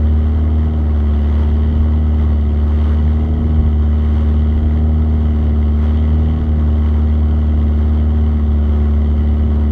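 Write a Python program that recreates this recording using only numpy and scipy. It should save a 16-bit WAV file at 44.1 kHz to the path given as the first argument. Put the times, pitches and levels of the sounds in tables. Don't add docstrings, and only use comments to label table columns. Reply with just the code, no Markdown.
import sys
import numpy as np
from scipy import signal
from scipy.fft import rfft, irfft, next_fast_len
from scipy.io import wavfile
from scipy.ndimage import uniform_filter1d

SR = 44100
rng = np.random.default_rng(int(sys.argv[2]) if len(sys.argv) > 2 else 0)


def volts_from_decibels(level):
    exponent = np.asarray(level, float) / 20
    return 10 ** exponent


def log_audio(samples):
    frames = np.atleast_2d(samples).T
    limited = np.clip(frames, -1, 1)
    pcm = np.round(limited * 32767).astype(np.int16)
    wavfile.write(sys.argv[1], SR, pcm)


N = 428211
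CONTROL_STEP = 40
CRUISE_PER_S = 75.6

# time_s, firings_per_s
ENGINE_SPEED = [(0.18, 75.8), (0.64, 77.7), (1.12, 73.0), (1.73, 76.3), (2.07, 76.6), (2.47, 73.8),
                (3.55, 78.1), (3.69, 75.0), (4.43, 75.5), (5.03, 77.4), (5.63, 74.3), (6.31, 77.9),
                (6.72, 75.3), (7.29, 76.0), (7.68, 74.9), (8.18, 76.2), (8.6, 73.6), (9.16, 74.3)]
# multiple_of_firing_rate, level_under_drone_db
EXHAUST_ORDERS = [(.5, -37.), (1.5, -23.), (2.5, -31.), (3.5, -25.), (4., -24.), (4.5, -35.), (5., -25.7),
                  (5.5, -28.), (6., -37.), (6.5, -45.), (7., -36.5), (7.5, -41.), (8., -45.), (8.5, -40.),
                  (9., -37.), (9.5, -41.), (10., -36.), (10.5, -42.)]
# multiple_of_firing_rate, level_under_drone_db
QUARTER_ORDERS = [(.75, -30), (1.25, -27), (1.75, -38), (2.25, -34), (4.75, -35.5), (5.75, -39),
                  (6.25, -48), (6.75, -48), (7.25, -38), (8.25, -49), (9.25, -42), (10.25, -41),
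                  (10.75, -49)]
# centre_hz, width_hz, lift_db
PIPE_RESONANCES = [(320, 34, 7.5), (364, 26, 7.5), (433, 34, 6.5), (545, 28, 3), (694, 28, 11),
                   (776, 54, 2.5)]
# time_s, overtone_gain_db
FACING_PIPE = [
    (0, -.2),
    (1.1, -.3),
    (1.9, .8),
    (2.6, -.6),
    (3.2, 1.2),
    (4.2, .7),
    (4.8, 1.8),
    (6.3, 1.7),
    (7.1, 0.84),
    (9.7, 1.5),
]
CYLINDER_STRENGTH = [-1.5, 0.6, 0.2, 1.5]
# share_of_cycle, level_db
BLOCK_CONTACTS = [
    (.17, -3),
    (0.234, -0.5),
    (0.431, -1),
    (.51, -12),
    (0.669, 6.5),
    (0.757, -5.5),
    (0.924, 0),
    (0.984, 0),
]
# centre_hz, width_hz, level_db
BLOCK_MODES = [(368, 41, -7.5), (565, 50, 0.5), (692, 150, -14), (770, 130, -11.5), (937, 94, -9.5),
               (1109, 35, -2.5), (1268, 54, -6.5), (1445, 170, -16.5)]
# centre_hz, width_hz, level_db
MOUTH_MODES = [(1937, 268, 2.5), (3034, 370, -2), (3690, 420, -12.5), (4425, 410, -14.5),
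               (6030, 1300, -23.5)]
# centre_hz, width_hz, level_db
TIN_MODES = [(1715, 39, -5.5), (1955, 100, -1), (2103, 72, 1), (2430, 36, -12.5), (2830, 56, -6),
             (2994, 53, -3.5), (3090, 71, -1), (3274, 100, -2.5), (3610, 83, -9.), (4290, 90, -14.5)]
# delay_ms, level_db
HULL_REFLECTIONS = [(4.1, -14.), (8.7, -13.), (13.9, -14.), (21.3, -16.)]
# peak_s, rise_s, level_over_wash_db
BOW_WAVES = [(.12, .1, 2), (1.36, .3, 5), (1.68, 0.21, 1.5), (2.23, .08, 2.4), (2.87, .22, 5.5),
             (4.14, .17, 4.5), (5.23, .05, 2.3), (5.87, .1, 5.5), (6.95, .3, 2), (7.62, .1, 1.5),
             (7.86, .12, 1.5), (8.8, .15, 2), (9.4, 0.25, 1.5)]
# frequency_hz, density_db_per_hz
SPRAY_SPECTRUM = [(300, 1), (600, -4), (1200, -6.5), (2000, -18), (2600, -26), (3300, -25), (4600, -34),
                  (5200, -35), (6500, -37.5), (7600, -45), (8500, -43), (10000, -46), (12500, -48.),
                  (15900, -54)]
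# frequency_hz, density_db_per_hz
WAKE_SPECTRUM = [(3000, -3), (6000, 0.6), (9000, 0.5), (12500, -0.5), (15900, -5)]
# time_s, level_over_drumming_db
PLANK_SLAPS = [(.05, 4.5), (.9, 3.5), (1.17, 6), (1.42, 3), (1.72, 5), (2.3, 7), (3.04, 5), (3.45, 9.5),
               (4.14, 5.5), (4.52, 6), (4.81, 3), (5.53, 5), (6.6, 3.5), (7.65, 4.5), (8.68, 4.5),
               (9.48, 3.5)]
# frequency_hz, density_db_per_hz
PLANK_SPECTRUM = [(50, -15.5), (80, -3.), (110, 0.7), (135, -5), (200, -8.5), (350, -15.5), (600, -34)]
# time_s, length_s, level_over_calm_db, drone_push_down_db
WIND_GUSTS = [(0.353, .2, 3, -1), (0.722, 0.22, 6, 2), (1.504, .1, 6, .1), (1.778, 0.18, 13.5, 1.5),
              (2.196, 0.14, 6, 0.8), (2.65, .2, 1.5, -0.7), (3.082, .12, 6.5, -0.7), (3.378, 0.29, 12, 3.5),
              (3.621, .17, 16, 0.1), (4.399, .1, 6, -0.8), (4.618, .2, 13, 0), (4.847, .15, 8, 0.5),
              (5.198, .3, 7.5, 0.7), (5.451, 0.074, 10, 1.4), (6.15, .15, 4.5, -0.8),
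              (6.422, 0.22, 11.5, 4.5), (6.826, .12, 4.5, -0.8), (7.298, .2, 5.5, 0.5), (7.551, .1, 4, 0.5),
              (7.853, .12, 4, 0.3), (8.4, .15, 3.5, 0.7), (9.198, .12, 6, 1.5), (9.45, 0.22, 8.5, 1.6)]
# frequency_hz, density_db_per_hz
WIND_SPECTRUM = [(12, -35.5), (20, -24.5), (30, -12), (42, -0.5), (60, 2.1), (90, -2), (130, -13.5),
                 (200, -24.5)]


def rms_one(x):
    return x / np.sqrt(np.mean(x ** 2) + 1e-20)


def in_time(rows):
    time_s, *columns = np.transpose(rows)
    return [np.interp(np.arange(N) / SR, time_s, column) for column in columns]


def drift(rate_hz):
    r = np.exp(-2 * np.pi * rate_hz * CONTROL_STEP / SR)
    noise = rng.standard_normal(N // CONTROL_STEP + 2002)
    slow = signal.lfilter([1], [1, -2 * r, r * r], noise)[2000:]
    return np.interp(np.arange(N) / CONTROL_STEP, np.arange(len(slow)), rms_one(slow))


def swells(peak_s, rise_s, fall_s, lift_db):
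    peak_s, rise_s, fall_s, lift_db = [np.reshape(v, (-1, 1)) for v in (peak_s, rise_s, fall_s, lift_db)]
    late_s = np.arange(0, N, CONTROL_STEP) / SR - peak_s
    width_s = np.where(late_s < 0, rise_s, fall_s)
    lift = np.max(lift_db * np.exp(-(late_s / width_s) ** 2), axis=0)
    return np.interp(np.arange(N) / CONTROL_STEP, np.arange(len(lift)), lift)


def resonate(x, modes):
    out = 0
    for k, (centre_hz, width_hz, level_db) in enumerate(modes):
        r = np.exp(-np.pi * 1.5 * width_hz / SR)
        b = (1 - r * r) / 2 * np.array([1, 0, -1])
        a = [1, -2 * r * np.cos(2 * np.pi * centre_hz / SR), r * r]
        ringing = signal.lfilter(b, a, signal.lfilter(b, a, x))
        out = out + (-1) ** k * volts_from_decibels(level_db) * ringing
    return out


def coloured(x, spectrum, low_hz, high_hz):
    size = next_fast_len(N)
    hz = np.maximum(np.fft.rfftfreq(size, 1 / SR), 1)
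    point_hz, point_db = np.transpose(spectrum)
    density_db = np.interp(np.log(hz), np.log(point_hz), point_db, left=-90, right=-90)
    shaped = rfft(x, size) * volts_from_decibels(density_db)
    band = irfft(shaped * (hz > low_hz) * (hz < high_hz), size)
    return irfft(shaped, size)[:N] / np.std(band)


def engine_speed():
    (per_s,) = in_time(ENGINE_SPEED)
    span = int(0.2 * SR)
    once = uniform_filter1d(per_s, span, mode="nearest")
    return uniform_filter1d(once, span, mode="nearest")


def pipe_lift_db(hz):
    lift_db = sum(top_db / (1 + (2 * (hz - centre_hz) / width_hz) ** 2)
                  for centre_hz, width_hz, top_db in PIPE_RESONANCES)
    return lift_db - np.mean(lift_db)


THIRD_LAG_RAD = 3.9


def order_lag(k):
    pulse_rad_per_order = 1.05
    if k % 1:
        return 1.5 + pulse_rad_per_order * min(k - 3.5, 2) - 1.35 * max(k - 5.5, 0)
    if k <= 6:
        return THIRD_LAG_RAD - pulse_rad_per_order * min(k - 3, 2)
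    return -0.8


def exhaust_drone(per_s, firings, drone_db, second_db, third_db):
    def order(k, level_db, lag_rad):
        return np.sqrt(2) * volts_from_decibels(level_db) * np.cos(2 * np.pi * k * firings - lag_rad)

    out = order(1, drone_db + 0.2 * drift(28), 0)
    out += order(2, second_db + 2.0 * drift(8.4), 2.3 + 0.2 * drift(0.7))
    out += order(3, third_db + 0.46 * drift(7.3), THIRD_LAG_RAD)
    wander_db = [np.mean(drone_db) + 1.5 * drift(3.8) for _ in range(5)]
    for n, (k, under_db) in enumerate(EXHAUST_ORDERS):
        level_db = under_db + wander_db[n % 5] + pipe_lift_db(k * per_s)
        out += order(k, level_db, order_lag(k))
    for n, k in enumerate(np.arange(0.75, 11, 0.5)):
        level_db = np.interp(k, *np.transpose(QUARTER_ORDERS)) + wander_db[n % 5]
        if k > 3:
            level_db = level_db - 1.5
        early_rad = 0.4
        if k > 5.5 and k % 1 > 0.5:
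            early_rad += 2.0
        out += order(k, level_db, -early_rad)
    return out


def firing_clicks(firings, spread_db):
    count = np.floor(firings + 0.49).astype(int)
    chance_db = spread_db * rng.standard_normal(1000)
    strength = volts_from_decibels(np.array(CYLINDER_STRENGTH)[count % 4] + chance_db[count])
    return strength * (np.diff(count, prepend=count[0]) > 0)


def gas_flow(clicks, rise_ms, fall_ms, leak):
    gate = clicks
    for ms in (rise_ms, fall_ms):
        r = np.exp(-1000 / (ms * SR))
        gate = signal.lfilter([1 - r], [1, -r], gate)
    return rng.standard_normal(N) * (rms_one(gate) + leak)


def block_knock(firings, clicks):
    cycle = firings / 4 % 1
    uneven = volts_from_decibels(1.4 * rng.standard_normal(N))
    strikes = np.zeros(N)
    for share, level_db in BLOCK_CONTACTS:
        wrapped = np.diff((cycle - share) % 1, prepend=0) < -0.5
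        strikes += wrapped * volts_from_decibels(level_db)
    knock = rms_one(resonate(strikes * uneven, BLOCK_MODES[4:]))
    rough = rms_one(resonate(gas_flow(clicks, rise_ms=1.0, fall_ms=4.5, leak=0.75), BLOCK_MODES))
    return volts_from_decibels(-53) * knock + volts_from_decibels(-41.5) * rough


def exhaust_puffs(clicks, clatter_db):
    puffs = rms_one(resonate(gas_flow(clicks, rise_ms=0.98, fall_ms=2.6, leak=0.37), MOUTH_MODES))
    ticks = rms_one(resonate(gas_flow(clicks, rise_ms=0.6, fall_ms=2.1, leak=0.1), TIN_MODES))
    return volts_from_decibels(clatter_db) * (volts_from_decibels(-2.5) * puffs + volts_from_decibels(-5.5) * ticks)


def hull(x):
    out = x.copy()
    for k, (delay_ms, level_db) in enumerate(HULL_REFLECTIONS):
        lag = int(delay_ms * SR / 1000)
        out[lag:] += (-1) ** k * volts_from_decibels(level_db) * x[:-lag]
    return out


def bow_wave(spray_db):
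    drop_db = 5.4 * np.minimum(rng.exponential(1, N), 5)
    drops = volts_from_decibels(drop_db) * (rng.random(N) < 900 / SR)
    water = rng.standard_normal(N) * (1 + 0.5 * drops) * volts_from_decibels(1.2 * drift(8.4))
    spray = volts_from_decibels(spray_db - 3.0) * coloured(water, SPRAY_SPECTRUM, 5080, 14000)
    wake = volts_from_decibels(-76) * coloured(rng.standard_normal(N), WAKE_SPECTRUM, 8000, 15000)
    return spray + wake


def plank_rumble(rumble_db):
    return volts_from_decibels(rumble_db - 3.0) * coloured(rng.standard_normal(N), PLANK_SPECTRUM, 88, 136)


def headwind(wind_db):
    gusts = rng.standard_normal(N) * volts_from_decibels(1.2 * drift(9.5))
    return volts_from_decibels(wind_db) * coloured(gusts, WIND_SPECTRUM, 22, 59.05)


def scene():
    per_s = engine_speed()
    (facing_db,) = in_time(FACING_PIPE)
    above_cruise = per_s - CRUISE_PER_S

    gust_s, length_s, lift_db, push_db = np.transpose(WIND_GUSTS)
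    gust_db = swells(gust_s, length_s / 2, length_s / 2, lift_db)
    duck_db = swells(gust_s, length_s / 2, length_s / 2, push_db)

    wave_s, rise_s, lift_db = np.transpose(BOW_WAVES)
    wave_db = swells(wave_s, rise_s, 0.11, lift_db)
    shake_db = swells(wave_s, rise_s, 0.41, lift_db)
    clatter_db = -48.8 + 0.75 * shake_db + 0.45 * drift(6)

    slap_s, lift_db = np.transpose(PLANK_SLAPS)
    rumble_db = -33 + 0.25 * gust_db + swells(slap_s, 0.065, 0.065, lift_db)

    drone_db = -12.5 + 0.1 * above_cruise - duck_db + 0.28 * drift(3)
    second_db = -34.2 + 2.3 * above_cruise + 1.9 * facing_db - 0.6 * wave_db
    third_db = -25 + facing_db

    firings = 0.3 + np.cumsum(per_s * (1 + 0.001 * drift(9))) / SR
    clicks = firing_clicks(firings, spread_db=1.0)
    engine = exhaust_drone(per_s, firings, drone_db, second_db, third_db)
    engine += hull(block_knock(firings, clicks) + exhaust_puffs(clicks, clatter_db))
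    water = bow_wave(-67 + wave_db) + plank_rumble(rumble_db)
    wind = headwind(-39 + gust_db + 1.5 * drift(5.9))
    return (engine + water + wind)[None, :]


def low_pass(x):
    return signal.sosfilt(signal.butter(12, 15730, fs=SR, output="sos"), x)


def record(dry):
    notch_hz, notch_width_hz, notch_depth = 10450, 760, 0.5
    b, a = signal.iirpeak(notch_hz, notch_hz / notch_width_hz, fs=SR)
    mic = dry - notch_depth * signal.lfilter(b, a, dry)
    fade_in_s = 0.001
    mic = mic * np.minimum(np.arange(N) / (fade_in_s * SR), 1)
    return low_pass(mic)


dry = scene()
out = record(dry)
log_audio(out)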